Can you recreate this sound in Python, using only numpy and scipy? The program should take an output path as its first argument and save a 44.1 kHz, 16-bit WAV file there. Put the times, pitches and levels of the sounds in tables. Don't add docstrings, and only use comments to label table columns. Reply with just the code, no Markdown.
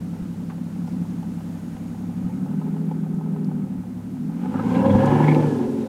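import sys
import numpy as np
from scipy import signal
from scipy.fft import rfft, irfft, next_fast_len
from scipy.io import wavfile
from scipy.ndimage import uniform_filter1d

SR = 44100
rng = np.random.default_rng(int(sys.argv[2]) if len(sys.argv) > 2 else 0)


def master(y):
    cut = np.clip(np.atleast_2d(y).T, -1, 1)
    pcm = np.round(cut * 32767)
    wavfile.write(sys.argv[1], SR, pcm.astype(np.int16))


def ratio(d):
    e = np.asarray(d, float) / 20
    return 10 ** e


N = 259308
TIME = np.arange(N) / SR

# frequency in Hz, relative gain in dB.
STREET_SPECTRUM = [(20, -32), (32, -17), (50, -10.5), (90, -8), (300, -6), (700, -16), (1500, -24),
                   (3000, -33.5), (5000, -37), (9500, -36.5), (15300, -40.5)]
# start in seconds, approximate peak in dB.
BUMPS = [(0.219, -29), (1.747, -35), (1.898, -42), (2.245, -30.5), (3.14, -35), (3.549, -40), (3.786, -34),
         (4.187, -46), (4.646, -38), (4.946, -19), (5.09, -26), (5.473, -38), (5.679, -40)]
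# start in seconds, peak in dB, centre in Hz, decay of the noise in seconds.
TICKS = [(0.5, -34, 1060, .009), (0.87, -50, 5500, 0.033), (0.92, -54, 4500, .03), (3.143, -50, 8000, .005),
         (3.445, -46.5, 5070, .005), (5.058, -36, 6000, 0.005), (5.347, -25.5, 2560, 0.0036)]
# time in seconds, turns per second.
CRANK_SPEED = [(0.0, 11.21), (0.4, 11.29), (0.6, 11.12), (1.0, 11.44), (1.8, 10.98), (2.2, 11.53),
               (2.4, 12.26), (2.6, 13.2), (2.8, 13.55), (3.4, 13.24), (3.6, 12.76), (3.8, 11.86),
               (4.0, 11.81), (4.2, 12.69), (4.4, 14.64), (4.8, 20.71), (5.05, 23.65), (5.3, 25.42),
               (5.4, 25.36), (5.48, 24.7), (5.62, 23.0), (5.88, 22.1)]
CYLINDERS = [-6, -3, -8, 2, -5, 0, -6, -8, -6, 3, -4, 8]
# time in seconds, gain in dB of the drone, of the rasp,
# and of the rush of air and tyres.
LOAD = [(0.0, -43, -52, -60), (0.6, -43.5, -52.5, -64.5), (1.0, -40, -50.5, -62), (1.8, -47, -53, -62.5),
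        (2.2, -41.5, -50, -65.5), (2.7, -39, -45.5, -70), (3.6, -39, -48, -79), (4.0, -50, -56.5, -71),
        (4.25, -43, -55, -66), (4.4, -43.5, -42.5, -63.5), (4.7, -29, -30.5, -54), (4.9, -25.5, -28, -53),
        (5.1, -25.5, -23, -51), (5.33, -26, -27, -50.5), (5.5, -29.5, -35, -52.5),
        (5.65, -31.5, -39.5, -55), (5.88, -36, -48, -57.5)]
# centre in Hz, width in Hz, relative gain in dB.
BOOM = [(64, 42, -25), (104, 22, -13), (161, 26, -7), (187, 44, 0), (249, 70, -5)]
# time in seconds, gain in dB of the two lowest resonances, of the highest.
BOOM_LEVEL = [(0.0, 1.5, 2), (1.0, -2.5, 1), (1.8, 4.5, 4), (2.4, 0, 3.5), (3.2, -5, -0.5), (3.7, 1, 3.5),
              (4.0, 9.5, 7.5), (4.3, 2, 8.5), (4.7, -2, 3), (5.1, 2.5, -0.5), (5.4, 1.5, 1), (5.88, 4.5, 0)]
# centre in Hz, width in Hz, relative gain in dB.
UPPER = [(343, 90, -17.5), (416.2, 40, -14), (476.4, 57, -15.5), (536.4, 21.6, -15)]
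# time in seconds, gain in dB of the lowest, of the others.
UPPER_LEVEL = [(0.0, 2, 8), (0.5, 2, 4), (1.0, -5, 0), (1.5, -25, -4), (2.4, -11, 8), (3.0, 2, 2.5),
               (3.7, 1.5, 10), (4.0, -9, 12), (4.4, -9, -23), (4.9, -2, 3), (5.2, 9.5, 3), (5.36, 8, 6.5),
               (5.6, 7.5, 5), (5.88, 3, 6)]
# centre in Hz, width in Hz, relative gain in dB.
RASP = [(409, 125, -1.5), (506, 82, 0), (770, 67, -2.5), (861, 60, -0.5), (986, 72, -8), (1028, 51, -12.5),
        (1282, 88, -7.5), (1520, 130, -13.5)]
# centre in Hz, width in Hz, gain in dB.
SNARL = [(540, 50, -6), (930, 200, -6), (1040, 60, -8), (1295, 60, -18)]
# gain in dB at idle, at fast idle, pulling, off throttle at speed.
ORDER_TONES = [(3, -9, -4, -8), (-7, -7, 10, 0), (-5, -6, -8, -5), (-6, -5, -7, 3), (10, 7, 16, 12),
               (-2, -10, -14, -2), (-3, -9, -7, -15), (3, -4, -9, -12), (-7, -14, -9, -14),
               (-8, -8, -11, -21), (13, 10, 5, -4), (-14, -12, -11, -4), (-15, -6, 1, 11), (-5, -2, 1, -4),
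               (-10, -1, 2, 2), (-6, -7, -4, 3), (12, 16, 1, 10), (-7, -11, -4, -1), (-9, -3, 4, 1),
               (-2, -1, -1, -3), (-3, 6, -2, -4), (-10, -4, -3, -9), (13, 8, 4, 0), (-5, 1, -5, 0),
               (6, 9, -10, 9), (-1, 4, -10, 2), (2, -8, -4, -2), (-7, -13, -5, -7), (3, -2, -4, -4),
               (-3, -9, 4, 6), (4, 7, -6, -4), (-1, 0, -9, -4), (-2, -5, -3, -7), (0, -2, 2, -8),
               (7, 1, -11, -13), (-4, -3, 1, -11), (5, -1, -3, -7), (-2, -5, -5, -4), (-8, -6, 7, -3),
               (-12, -12, 3, -9), (-4, -4, 3, -2), (-4, -6, 7, -2), (-12, -5, 11, 0), (4, -8, 6, -1),
               (0, 0, 3, -10), (-2, 0, 4, -3), (1, 0, 5, 0), (-5, 2, 5, -1), (1, -4, 5, -2),
               (-11, -3, 5, -6), (-7, -3, 5, -7), (-12, -11, 5, -8), (-4, 0, 5, -4), (-6, -7, 5, 1),
               (-4, -2, 5, 4), (-11, -14, 5, 2)]
FIRST_ORDER = 4
# frequency in Hz, relative gain in dB.
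GAS_SPECTRUM = [(900, -5.5), (1150, -4), (1400, 5), (1620, -0.5), (2000, -3.5), (2290, -4), (2600, -5),
                (2900, -4), (4000, -21), (6000, -33), (12000, -33)]
# frequency in Hz, relative gain in dB.
RUSH_SPECTRUM = [(1500, -5), (3500, -2.5), (7000, -5), (11000, -11), (15300, -23)]
# start in seconds, peak in dB.
BARKS = [(4.538, -26.5), (4.586, -22)]
# centre in Hz, width in Hz, gain in dB at top speed.
JET_GRIT = [(1960, 220, -3.5), (2218, 300, 6), (2740, 250, -3), (3290, 230, -4), (3870, 800, -7.5)]
# time in seconds, gain in dB.
JET_GRIT_LEVEL = [(4.4, -75), (4.65, -50.5), (4.9, -48), (5.1, -49.5), (5.3, -43.5), (5.42, -50.5),
                  (5.6, -67), (5.88, -61)]

EVEN_AT_SPEED = 0.6
SWELL_TURN = 0.25


def level(x, db):
    return x * ratio(db) / np.sqrt(np.mean(x ** 2))


def colour(x, gain):
    size = next_fast_len(len(x) + SR // 2)
    hz = np.fft.rfftfreq(size, 1 / SR) + 1e-3
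    cepstrum = irfft(np.log(gain(hz) + 1e-9), size)
    cepstrum[1:size // 2] *= 2
    cepstrum[size // 2 + 1:] = 0
    return irfft(rfft(x, size) * np.exp(rfft(cepstrum)), size)[:len(x)]


def resonances(modes):
    def gain(hz):
        return np.sqrt(sum(ratio(2 * db) / (1 + ((hz - f * f / hz) / width) ** 2) ** 2 for f, width, db in modes))
    return gain


def slope(points):
    hz_at, db_at = np.transpose(points)
    return lambda hz: ratio(np.interp(np.log(hz), np.log(hz_at), db_at))


def columns_at(time, table):
    s, *columns = np.transpose(table)
    return [np.interp(time, s, column) for column in columns]


def walk(rate):
    hold = int(SR / rate)
    steps = np.repeat(rng.standard_normal(N // hold + 1), hold)
    return uniform_filter1d(uniform_filter1d(steps, hold), hold)[:N]


def slow(size, width):
    wander = uniform_filter1d(uniform_filter1d(rng.standard_normal(size), int(width)), int(width))
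    return wander / wander.std()


def steady(x, window_s=0.45):
    return x / np.sqrt(uniform_filter1d(x ** 2, int(window_s * SR)))


def revs(turns):
    return np.clip((turns - 14) / 6, 0, 1)


def street():
    air = level(colour(rng.standard_normal(N), slope(STREET_SPECTRUM)), -45.5)
    return air * ratio(0.7 * walk(2.5))


def bumps(hz=60, decay_s=0.0037):
    out, t = np.zeros(N), np.arange(8000) / SR
    swing = t / decay_s * np.exp(1 - t / decay_s) * np.sin(2 * np.pi * hz * t)
    for s, db in BUMPS:
        out[int(s * SR):][:len(t)] += ratio(db) * swing
    return out


def ticks():
    out, t = np.zeros(N), np.arange(4000) / SR
    for s, db, hz, decay_s in TICKS:
        noise = rng.standard_normal(len(t)) * np.exp(-t / decay_s)
        crack = colour(noise, resonances([(hz, 0.74 * hz, 0)]))
        out[int(s * SR):][:len(t)] += ratio(db) * crack / abs(crack).max()
    return out


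def whine():
    tone = colour(rng.standard_normal(N), resonances([(6700, 130, 0)]))
    nearness = np.exp(-((TIME - 1.7) / 1.3) ** 2)
    return level(tone, -73) * ratio(2.5 * walk(14)) * nearness


def jet_grit(turns, spit_db=5, patchy_db=6):
    angle = 2 * np.pi * (np.cumsum(turns) / SR - SWELL_TURN)
    opening_db = 0.5
    bands = 0
    for mode in JET_GRIT:
        octaves = np.log2(mode[0] / JET_GRIT[0][0])
        band = colour(rng.standard_normal(N), resonances([mode]))
        bands = bands + band * ratio(patchy_db * walk(12) + opening_db * octaves * (turns - turns.max()))
    gate = ratio(spit_db * (np.cos(angle) + walk(60)))
    gain_db, = columns_at(TIME, JET_GRIT_LEVEL)
    return level(bands * gate, 0) * ratio(gain_db)


def barks(rise_s=0.0037, decay_s=0.024):
    out, t = np.zeros(N), np.arange(4000) / SR
    pipe = resonances([(520, 150, -3), (830, 220, 0), (1270, 180, -2), (1600, 160, -7)])
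    for s, db in BARKS:
        gas = rng.standard_normal(len(t)) * (1 - np.exp(-t / rise_s)) * np.exp(-t / decay_s)
        burst = colour(gas, pipe)
        out[int(s * SR):][:len(t)] += ratio(db) * burst / abs(burst).max()
    return out


def firings(turns, scatter_db):
    count = 6 * np.cumsum(turns) / SR
    k = np.arange(int(count[-1]))
    jitter_s = 0.0004 * rng.standard_normal(len(k))
    at_s = np.clip(np.interp(k, count, TIME) + jitter_s, 0, TIME[-1])
    at = (at_s * SR).astype(int)
    uneven = 1 - EVEN_AT_SPEED * revs(turns[at])
    strength_db = uneven * np.take(CYLINDERS, k % len(CYLINDERS)) + scatter_db * rng.standard_normal(len(k))
    return np.bincount(at, ratio(strength_db), N)


def roar(turns, step=128):
    on = np.argmax(revs(turns) > 0)
    time, angle, out = TIME[on:], 2 * np.pi * np.cumsum(turns)[on:] / SR, 0
    coarse_time, coarse_turns = time[::step], turns[on::step]
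    whistle = (1580 + 28 * (coarse_turns - 20), 130, -12)
    pipe = resonances(RASP[2:-2] + SNARL + [whistle])
    for order in np.arange(23, 100, 0.5):
        hz = order * coarse_turns
        gain = pipe(hz) * ratio(4 * slow(len(hz), 30))
        phase = 2 * np.pi * rng.random() + 0.4 * slow(len(hz), 45)
        tone = np.cos(order * angle + np.interp(time, coarse_time, phase))
        out = out + np.interp(time, coarse_time, gain) * tone
    swell = np.cos(angle - 2 * np.pi * SWELL_TURN) + 0.5 * walk(30)[on:]
    out = out * ratio(3.6 * swell)
    return np.r_[np.zeros(on), steady(out) * ratio(-2) * revs(turns[on:])]


def order_phase(order):
    chance = rng.standard_normal()
    if order < 18 and not order % 1:
        return 0.5 * chance
    if order < 25:
        return 1.15 * chance - 2 * np.pi * order * 0.43
    return np.pi * chance


def drone(turns, load_db, step=128):
    angle = 2 * np.pi * (np.cumsum(turns) / SR - 0.46)
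    coarse, speed = TIME[::step], turns[::step]
    revving = revs(speed)
    fast = np.clip((speed - 11.7) / 1.4, 0, 1)
    lifted = np.clip((-load_db[::step] - 3) / 5, 0, 1)
    low_boom, top_boom = map(ratio, columns_at(coarse, BOOM_LEVEL))
    lowest, others = map(ratio, columns_at(coarse, UPPER_LEVEL))
    out = 0
    for k, (idle_db, fast_db, pull_db, lift_db) in enumerate(ORDER_TONES):
        order = FIRST_ORDER + k / 2
        hz = order * speed
        boom_edges = np.hypot(low_boom * resonances(BOOM[:2])(hz), top_boom * resonances(BOOM[-1:])(hz))
        boom = np.hypot(resonances(BOOM[2:-1])(hz), boom_edges)
        upper = np.hypot(lowest * resonances(UPPER[:1])(hz), others * resonances(UPPER[1:])(hz))
        pipe = np.hypot(boom, upper)
        idling_db = idle_db + fast * (fast_db - idle_db)
        driving_db = pull_db + lifted * (lift_db - pull_db)
        tone_db = (1 - revving) * idling_db + revving * driving_db
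        unrest = order / 15
        waver_db = ((1.3 + 1.2 * revving) * unrest + 1.2 * revving) * slow(len(hz), 25)
        gain = pipe * ratio(tone_db + waver_db)
        phase = order_phase(order) + (0.25 + 0.15 * revving) * unrest * slow(len(hz), 40)
        tone = np.cos(order * angle + np.interp(TIME, coarse, phase))
        out = out + np.sqrt(2) * np.interp(TIME, coarse, gain) * tone
    return out


def engine():
    turns, = columns_at(TIME, CRANK_SPEED)
    drone_db, rasp_db, rush_db = columns_at(TIME, LOAD)
    gas_db = -61.5 + 0.56 * (rasp_db - rasp_db[0]) + 0.46 * (rush_db - rush_db[0])
    pulses = firings(turns, scatter_db=2.5)
    t = np.arange(2000) / SR
    puff = np.convolve(pulses, t * np.exp(-t / 0.0021))[:N]
    swirl = level(puff * rng.standard_normal(N), 0)
    rumble = level(colour(swirl, resonances(BOOM)), -17)
    snap = level(uniform_filter1d(pulses, 24), 0)
    crack = colour(snap + 1.8 * swirl, resonances(RASP[2:-2]))
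    breath = colour(1.5 * swirl + 2.2 * rng.standard_normal(N), resonances(RASP[:2] + RASP[-2:]))
    rasp = steady(crack + breath) * (1 - EVEN_AT_SPEED * revs(turns)) + roar(turns)
    hiss = colour(0.7 * swirl + rng.standard_normal(N), slope(GAS_SPECTRUM))
    gas = steady(hiss) * ratio(2 * walk(8) + 2 * walk(25))
    rush = level(colour(rng.standard_normal(N), slope(RUSH_SPECTRUM)), 0) * ratio(1.1 * walk(10))
    boom = drone(turns, rasp_db - drone_db) + rumble
    tail_pipes = ratio(drone_db) * boom + ratio(rasp_db) * rasp + ratio(gas_db) * gas
    return tail_pipes + ratio(rush_db) * rush + barks() + jet_grit(turns)


def scene():
    fade = np.clip(np.minimum(TIME, TIME[-1] - TIME) / 0.008, 0, 1)
    mix = street() + bumps() + ticks() + whine() + engine()
    return (fade * mix)[None]


def low_pass(x):
    return signal.sosfilt(signal.butter(12, 15610, fs=SR, output="sos"), x)


def record(dry):
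    return low_pass(dry)


dry = scene()
out = record(dry)
master(out)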